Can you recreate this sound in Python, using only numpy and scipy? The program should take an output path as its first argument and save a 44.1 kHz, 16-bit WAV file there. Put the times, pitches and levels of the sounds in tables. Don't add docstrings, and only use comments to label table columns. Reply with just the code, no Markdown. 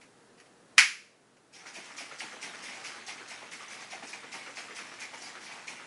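import sys
import numpy as np
from scipy import signal
from scipy.io import wavfile
from scipy.ndimage import uniform_filter1d

SR = 44100
rng = np.random.default_rng(int(sys.argv[2]) if len(sys.argv) > 2 else 0)


def pcm_store(signal):
    levels = np.round(np.clip(np.atleast_2d(signal), -1, 1) * 32767)
    wavfile.write(sys.argv[1], SR, levels.astype(np.int16).T)


def undo_db(level):
    steps = np.asarray(level, float) / 20
    return 10 ** steps


N = 258731
T = np.arange(N) / SR

# f/Hz, level/dB
AIR_SPECTRUM = [(15, -20.5), (30, -29.5), (60, -27.5), (90, -20.5), (115, -16.5), (160, -8), (250, -6.5),
                (460, -7), (1000, -13), (1800, -14.5), (2300, -20.5), (5800, -23.5), (9800, -25.5),
                (11500, -30)]
AIR_DB = -60.5
# f/Hz, level/dB, line width/Hz
FRIDGE_TONES = [(122, -79.5, 6.), (240, -80, 11), (355, -80, 13), (365, -86.5, 12), (466, -75.5, 9)]
# t/s, peak level/dB, length/s
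FINGER_TICKS = [
    (0.011, -44.5, 0.012),
    (0.025, -49, 0.02),
    (0.377, -50, 0.017),
    (0.398, -42, 0.0126),
    (0.4544, -53.5, 0.02),
    (1.366, -49, 0.012),
]
# t/s, peak level/dB
SNAP_ARRIVALS = [
    (.7810, 3),
    (.7826, 4),
    (.7858, -2),
    (.7872, -1),
    (.7897, 1),
    (.7946, 2),
    (.8033, -4),
    (.8083, -4),
]
# f/Hz, level/dB
CAP_SPECTRUM = [(90, -68), (150, -36), (330, -28.5), (575, -33), (780, -22), (1030, -15.5), (1560, -5.5),
                (2250, 0), (2900, -6.5), (3500, -14), (5300, -11), (7000, -16.5), (8600, -24.5),
                (10300, -19.5), (11500, -23.5)]
# f/Hz, width/Hz
CAP_MODES = [(2250, 850), (5300, 670), (7000, 1300), (10200, 530)]
# f/Hz, T60/s
KITCHEN_T60 = [(250, 0.36), (660, 0.28), (1740, 0.32), (4590, 0.36)]
# t/s, level/dB
CHURN_EFFORT = [(1.5, -72), (1.6, -50.5), (1.71, -48.5), (2.39, -47), (2.85, -46.5), (3.18, -50),
                (3.99, -48), (4.2, -51), (4.4, -48), (5.06, -49), (5.63, -49.5), (5.73, -47.5),
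                (5.87, -53.5)]
# f/Hz, level/dB
WALL_SPECTRUM = [(71, -46), (120, -16.5), (256, -4.5), (416, -10.5), (470, -7), (522, -10), (787, -2.5),
                 (1020, -5), (1730, -2.5), (2140, -1), (3750, -14.5), (4500, -14), (5850, -34),
                 (9900, -120)]
# f/Hz, level/dB
SPRAY_SPECTRUM = [(1800, -14), (3000, -5), (4000, -5.5), (5600, -4), (7000, -13.5), (8500, -11),
                  (10000, -11), (11500, -12)]
# f/Hz, level/dB
FOAM_SPECTRUM = [(1800, -22), (3000, -1), (4000, -3.5), (5800, -1.5), (7200, -6), (8500, -8), (10000, -12),
                 (11500, -13)]
# t/s, slap level/dB, slap length/s, spray lead/s, spray level/dB
LID_THROWS = [(1.531, -46, 0.053, 0.0034, -37.5), (1.7535, -34.5, .054, 0.019, -33),
              (1.983, -32.5, .06, 0.017, -29.5), (2.203, -26, 0.029, 0.018, -27),
              (2.427, -30, 0.037, 0.013, -29), (2.653, -38.5, 0.046, 0.03, -31.5),
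              (2.845, -37, 0.04, 0.0048, -30), (3.087, -31, 0.028, 0.023, -29),
              (3.3045, -37, 0.06, 0.028, -34), (3.5183, -31, 0.024, 0.0069, -31.5),
              (3.713, -40.5, 0.096, 0.017, -37.5), (3.918, -31.5, 0.027, 0.017, -33.5),
              (4.131, -28.5, 0.021, 0.014, -34), (4.3235, -36.5, 0.067, 0.0071, -34),
              (4.57, -32.5, .034, 0.012, -31), (4.766, -35.5, 0.052, .018, -32),
              (5.0166, -30, 0.024, 0.02, -30.5), (5.23, -41, 0.059, 0.019, -35),
              (5.464, -39.5, 0.043, 0.031, -36.5), (5.6764, -32, 0.029, 0.0058, -31)]
# t/s, thump level/dB, air pocket f/Hz, jolt level/dB
BULK_LANDINGS = [(1.538, -64, 750, -46), (1.766, -38.5, 695, -40), (2.005, -39.5, 710, -44),
                 (2.217, -34, 840, -40), (2.435, -41, 795, -43), (2.675, -59, 805, -47),
                 (2.834, -43, 1210, -49), (3.082, -39.5, 795, -64), (3.111, -42, 1290, -58),
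                 (3.313, -40.5, 778, -50), (3.525, -61, 730, -45), (3.933, -38, 666, -46),
                 (4.145, -43, 794, -59), (4.339, -34.5, 850, -40.5), (4.577, -41, 725, -55),
                 (4.788, -36.5, 1300, -52), (5.008, -49, 800, -48), (5.235, -62, 800, -52),
                 (5.493, -39, 856, -54), (5.698, -46, 965, -51)]
# t/s, thump level/dB, air pocket f/Hz, jolt level/dB, splash-back level/dB
BASE_THROWS = [(1.654, -38, 1390, -60, -40), (1.902, -41.5, 1270, -56, -49), (2.112, -35.5, 1360, -40, -43),
               (2.323, -38, 1300, -40.5, -54), (2.536, -38, 1340, -45, -42.5), (2.75, -42.5, 730, -59, -44),
               (2.939, -45.5, 1340, -52, -55), (3.196, -41, 1480, -46, -54), (3.419, -38.5, 980, -42, -65),
               (3.606, -40.5, 1190, -60, -54), (3.8, -50, 1280, -58, -40), (4.024, -35, 820, -43.5, -37.5),
               (4.232, -38, 1170, -40.5, -50), (4.462, -38, 1360, -43, -58),
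               (4.684, -39.5, 1190, -40.5, -46), (4.915, -39, 1260, -49, -44), (5.13, -37.5, 890, -45, -41),
               (5.352, -37.5, 1370, -45, -47), (5.575, -44, 1230, -66, -54), (5.797, -40.5, 1310, -48, -59)]
# t/s, slap level/dB, spray level/dB
STRAY_TONGUES = [(1.5567, -51, -59), (1.664, -41.5, -41), (3.178, -38, -55), (3.0755, -45, -43),
                 (1.8435, -44, -36.5), (2.6841, -39, -52), (2.7156, -45, -43), (3.2823, -47, -56),
                 (3.6405, -44, -55), (4.07, -49, -33), (4.7075, -40, -54), (4.7914, -51, -48),
                 (4.9869, -37, -45), (5.173, -56, -39.5), (5.255, -53, -38), (5.405, -55, -39),
                 (5.5137, -40.5, -39.5), (5.7646, -40.5, -48)]
# t/s, peak level/dB, f/Hz
AIR_GULPS = [(1.772, -46, 329), (2.005, -45, 730), (2.225, -45, 790), (2.33, -47, 1290), (3.095, -46, 802),
             (3.212, -50, 429), (3.682, -41, 5770), (3.925, -39, 702), (4.027, -44, 802), (4.033, -44, 258),
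             (4.1345, -40, 2240), (4.231, -46, 1170), (4.245, -50, 476), (4.348, -45, 850),
             (4.487, -43, 498), (4.705, -47, 478), (4.92, -44, 760), (5.133, -42, 856), (5.679, -36, 2150)]

LID_HZ, SPLASH_HZ, SPRAY_HZ, PITCH_SCATTER = 2240, 2110, 5700, 0.023
LID_JOLT_HZ, BASE_JOLT_HZ, JOLT_LAG_S, JOLT_S = 265, 396, 0.01112, 0.018
SPRAY_S, SPRAY_SHARE = 0.022, 0.34
SPLASH_S, SPLASH_LAG_S, SPLASH_SLAP_DB = 0.032, 0.004, -3
THUMP_S, THUMP_AT_DB, SHORTER_PER_DB = 0.033, -41.5, 0.06
SLAP_CONTACT, SPRAY_CONTACT, THUMP_CONTACT, JOLT_CONTACT = 4, 5.2, 8.2, 8
SUDDEN = 0.3
FOAM_DB, FOAM_HUSH = -6, 0.76
GULP_S, GULP_RISE_S, GULP_GLIDE, SMALL_IS_SHORT = 0.0111, 0.0022, 0.0503, 0.31


def evened(x):
    return x / np.sqrt(np.mean(x ** 2) + 1e-20)


def read(points, hz):
    f, value = np.transpose(points)
    return np.interp(np.log(hz + 1), np.log(f + 1), value)


def colour(points, size=4096):
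    level_db = read(points, abs(np.fft.fftfreq(size, 1 / SR)))
    log_gain = np.log(undo_db(np.maximum(level_db, -100)))
    spectrum = np.exp(np.conj(signal.hilbert(log_gain)))
    taps = np.fft.ifft(spectrum).real[:size // 2]
    return taps / np.linalg.norm(taps)


def through(x, taps):
    return signal.oaconvolve(x, taps)[:N]


def droplets(per_s, spread_db):
    size_db = spread_db * np.minimum(rng.exponential(1, N), 4)
    size = undo_db(size_db) * rng.choice([-1., 1.], N)
    return evened(size * (rng.random(N) < per_s / SR))


def surge(s, db, length, rise):
    start = int(s * SR)
    u = np.maximum(T[start:start + SR // 5] - s, 0)
    return start, undo_db(db) * (1 - np.exp(-u / rise)) * np.exp(-u / max(length, .002))


def bursts(rows, rise):
    power = np.zeros(N)
    for s, db, length in rows:
        start, shape = surge(s, db, length, rise)
        power[start:start + len(shape)] += shape ** 2
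    return np.sqrt(power)


def ringing(rows, drive, rise, width_share):
    out = np.zeros(N)
    for s, db, hz, length, contact in rows:
        start, shape = surge(s, db, length, rise)
        push = shape * drive[start:start + len(shape)]
        push[[20, 90]] += contact * undo_db(db)
        r = np.exp(-np.pi * width_share * hz / SR)
        poles = [1, -2 * r * np.cos(2 * np.pi * hz / SR), r * r]
        ring = signal.lfilter([1, 0, -1], poles, push)
        ring = signal.lfilter([1, 0, -1], poles, ring)
        out[start:start + len(shape)] += ring * ((1 - r * r) / 2) ** (3 / 2)
    return out


def tail(gap_s, slower=1):
    taps = np.zeros(SR // 2)
    at = np.arange(0, len(taps) - 12, 12)
    taps[at + rng.integers(0, 12, len(at))] = rng.choice([-1., 1.], len(at))
    hz, t, z = signal.stft(taps, SR, nperseg=128)
    decay = undo_db(-60 * t / slower / read(KITCHEN_T60, hz)[:, None])
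    taps = signal.istft(z * decay, SR, nperseg=128)[1]
    taps = taps * (1 - np.exp(-np.arange(len(taps)) / SR / gap_s))
    return taps / np.linalg.norm(taps)


def air():
    frames, hz = N // 1024 + 5, np.fft.rfftfreq(4096, 1 / SR)
    a, b, patches = rng.standard_normal((frames, 2049, 3)).T
    patches = uniform_filter1d(patches, size=30, axis=0)
    patches = evened(uniform_filter1d(patches, size=3, axis=1))
    z = (a + 1j * b) * undo_db(read(AIR_SPECTRUM, hz)[:, None] + 0.52 * patches)
    out = undo_db(AIR_DB) * evened(signal.istft(z, nperseg=4096, noverlap=3072)[1][:N])
    for f, db, width in FRIDGE_TONES:
        walk = uniform_filter1d(np.cumsum(rng.standard_normal(N)), size=1200)
        wander = walk * np.sqrt(2 * np.pi * width / SR)
        out += np.sqrt(2) * undo_db(db + 2.0) * np.sin(2 * np.pi * f * T + wander)
    return out


def fingers():
    contacts = bursts(FINGER_TICKS, .003) * droplets(5600, 2.02)
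    ticks = through(contacts, colour(CAP_SPECTRUM))
    return undo_db(-7.5) * (ticks + 0.86 * np.diff(ticks, prepend=0))


def snap():
    click = colour(CAP_SPECTRUM)
    for hz, width in CAP_MODES:
        r, turn = np.exp(-np.pi * width / SR), np.cos(2 * np.pi * hz / SR)
        click = signal.lfilter([r * r, -2 * r * turn, 1], [1, -2 * r * turn, r * r], click)
    hits = np.zeros(N)
    for s, db in SNAP_ARRIVALS:
        near = round(s * SR) + np.arange(-16, 17)
        hits[near] += undo_db(db + 7.0) * np.sinc(near - s * SR) * np.hanning(33)
    release_s = SNAP_ARRIVALS[0][0]
    before = release_s - T
    creep = undo_db(-27 - 3200 * np.clip(before, 0, .1)) * (before > 0) * rng.standard_normal(N)
    fading = tail(.006)
    fading = fading + undo_db(-16.5) * tail(.05, slower=1.65)
    late = np.roll(np.pad(fading, (0, N))[:N], round(release_s * SR))
    return through(hits + creep + undo_db(17.0) * late, click)


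def scattered(rows):
    return [(s, db, hz * np.exp(PITCH_SCATTER * rng.standard_normal()), *rest) for s, db, hz, *rest in rows]


def landings():
    slaps, sprays = [], []
    for s, slap_db, length, lead, spray_db in LID_THROWS:
        slaps.append((s, slap_db, LID_HZ, length, SLAP_CONTACT * (SPLASH_S / length) ** SUDDEN))
        sprays.append((s - lead, spray_db, SPRAY_HZ, SPRAY_S + SPRAY_SHARE * length, SPRAY_CONTACT))
    splashes = [(s + SPLASH_LAG_S, db + SPLASH_SLAP_DB, db) for s, *_, db in BASE_THROWS]
    for s, slap_db, spray_db in splashes + STRAY_TONGUES:
        slaps.append((s, slap_db, SPLASH_HZ, SPLASH_S, SLAP_CONTACT))
        sprays.append((s, spray_db, SPRAY_HZ, SPLASH_S, SPRAY_CONTACT))
    thumps, jolts = [], []
    for rows, jolt_hz in ((BULK_LANDINGS, LID_JOLT_HZ), (BASE_THROWS, BASE_JOLT_HZ)):
        for s, db, pocket_hz, jolt_db, *_ in rows:
            length = min(THUMP_S * np.exp(-SHORTER_PER_DB * (db - THUMP_AT_DB)), .08)
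            thumps.append((s, db, pocket_hz, length, THUMP_CONTACT))
            jolts.append((s + JOLT_LAG_S, jolt_db, jolt_hz, JOLT_S, JOLT_CONTACT))
    return scattered(slaps), scattered(sprays), thumps, scattered(jolts)


def flight(rows):
    hush_db = np.zeros(N)
    for s, db, *_ in rows:
        end = int(s * SR)
        approach = np.exp(-(s - T[end - 4000:end]) / 0.085)
        hush_db[end - 4000:end] += 0.11 * max(db + 47.0, 0) * approach
    return undo_db(-np.minimum(hush_db, 12))


def spraying(rows):
    mist = droplets(7000, 1.0)
    envelope = bursts([(s, db, length) for s, db, _, length, _ in rows], 0.026)
    broad = through(envelope * mist, colour(SPRAY_SPECTRUM))
    return undo_db(-5) * broad + undo_db(-16) * ringing(rows, mist, 0.0045, 0.58)


def slapping(rows):
    return undo_db(-6.5) * ringing(rows, droplets(3000, 1.0), 0.00069, 0.39)


def thumping(rows):
    pockets = undo_db(-5) * ringing(rows, droplets(3000, 2.2), 0.011, 0.35)
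    envelope = bursts([(s, db, length) for s, db, _, length, _ in rows], 0.0051)
    return pockets + undo_db(-6.0) * through(envelope * droplets(4000, 2.9), colour(WALL_SPECTRUM))


def jolting(rows):
    return undo_db(-3.5) * ringing(rows, droplets(1200, 5.6), 0.0069, 0.84)


def bubbles(per_s, low_hz, high_hz, cycles, count):
    out = np.zeros(N)
    for hz in np.geomspace(low_hz, high_hz, count):
        u = np.arange(int(3 * cycles / hz * SR)) / SR * hz / cycles
        note = np.sin(2 * np.pi * cycles * u * (1 + 0.15 * u))
        note = note * np.exp(-2 * u) * (1 - np.exp(-12 * u))
        out += through(droplets(per_s / count, 1.5), note / np.linalg.norm(note)) * np.sqrt(hz)
    return evened(out)


def churning(drive):
    stirred = 1.29 * droplets(3000, 2.5) + 0.47 * bubbles(600, 300, 3700, 2.5, count=10)
    return through(undo_db(-5) * drive * stirred, colour(WALL_SPECTRUM))


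def foaming(drive):
    return through(undo_db(FOAM_DB) * drive * droplets(8000, 2.9), colour(FOAM_SPECTRUM))


def clumped(x, depth_db):
    z = signal.stft(x, nperseg=256)[2]
    patches = rng.standard_normal(z.shape[::-1]).T
    patches = uniform_filter1d(patches, size=3, axis=0)
    patches = evened(uniform_filter1d(patches, size=10, axis=1))
    return signal.istft(z * undo_db(depth_db * patches), nperseg=256)[1][:N]


def gulps():
    out = np.zeros(N)
    for s, db, hz in AIR_GULPS:
        length = GULP_S * (1000 / hz) ** SMALL_IS_SHORT
        start, shape = surge(s, db, length, GULP_RISE_S * 1000 / hz)
        u = np.arange(len(shape)) / SR
        glide = 1 + GULP_GLIDE * np.minimum(u / length, 4)
        out[start:start + len(shape)] += shape * np.sin(2 * np.pi * hz * u * glide)
    return out


def slosh():
    slaps, sprays, thumps, jolts = landings()
    effort = undo_db(np.interp(T, *np.transpose(CHURN_EFFORT), left=-120))
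    hush = flight(sprays + slaps + thumps)
    impacts = slapping(slaps) + thumping(thumps) + jolting(jolts)
    fine = spraying(sprays) + foaming(effort * hush ** FOAM_HUSH)
    return impacts + gulps() + clumped(fine, 2.23) + clumped(churning(effort * hush), 1.4)


def kitchen(x):
    turn = 2 * np.pi * 1.315 * T
    feeds = [np.sqrt(2 / 3) * np.cos(turn + 2 * np.pi * k / 3) for k in range(3)]
    return sum(through(x * feed, tail(0.00049)) for feed in feeds)


def scene():
    small = signal.butter(4, 130, "high", fs=SR, output="sos")
    bottle = signal.sosfilt(small, slosh() + fingers())
    return (bottle + undo_db(-8.5) * kitchen(bottle) + snap() + air())[None]


def roll_off(x):
    return signal.sosfilt(signal.butter(12, 12090, fs=SR, output="sos"), x)


def record(dry):
    power_db = 10 * np.log10(abs(uniform_filter1d(dry[0] ** 2, 800)) + 1e-12)
    fall = T * 10.7
    peak_db = np.maximum.accumulate(power_db + fall) - fall
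    over_db = np.maximum(peak_db + 31.0, 0)
    r = np.exp(-1 / (0.051 * SR))
    ducked = dry / undo_db(0.24 * signal.lfilter([1 - r], [1, -r], over_db))
    edge = signal.firwin(401, 11110, window=("kaiser", 7), fs=SR)
    mix = signal.oaconvolve(ducked, edge[None], "same")
    return roll_off(mix)


dry = scene()
out = record(dry)
pcm_store(out)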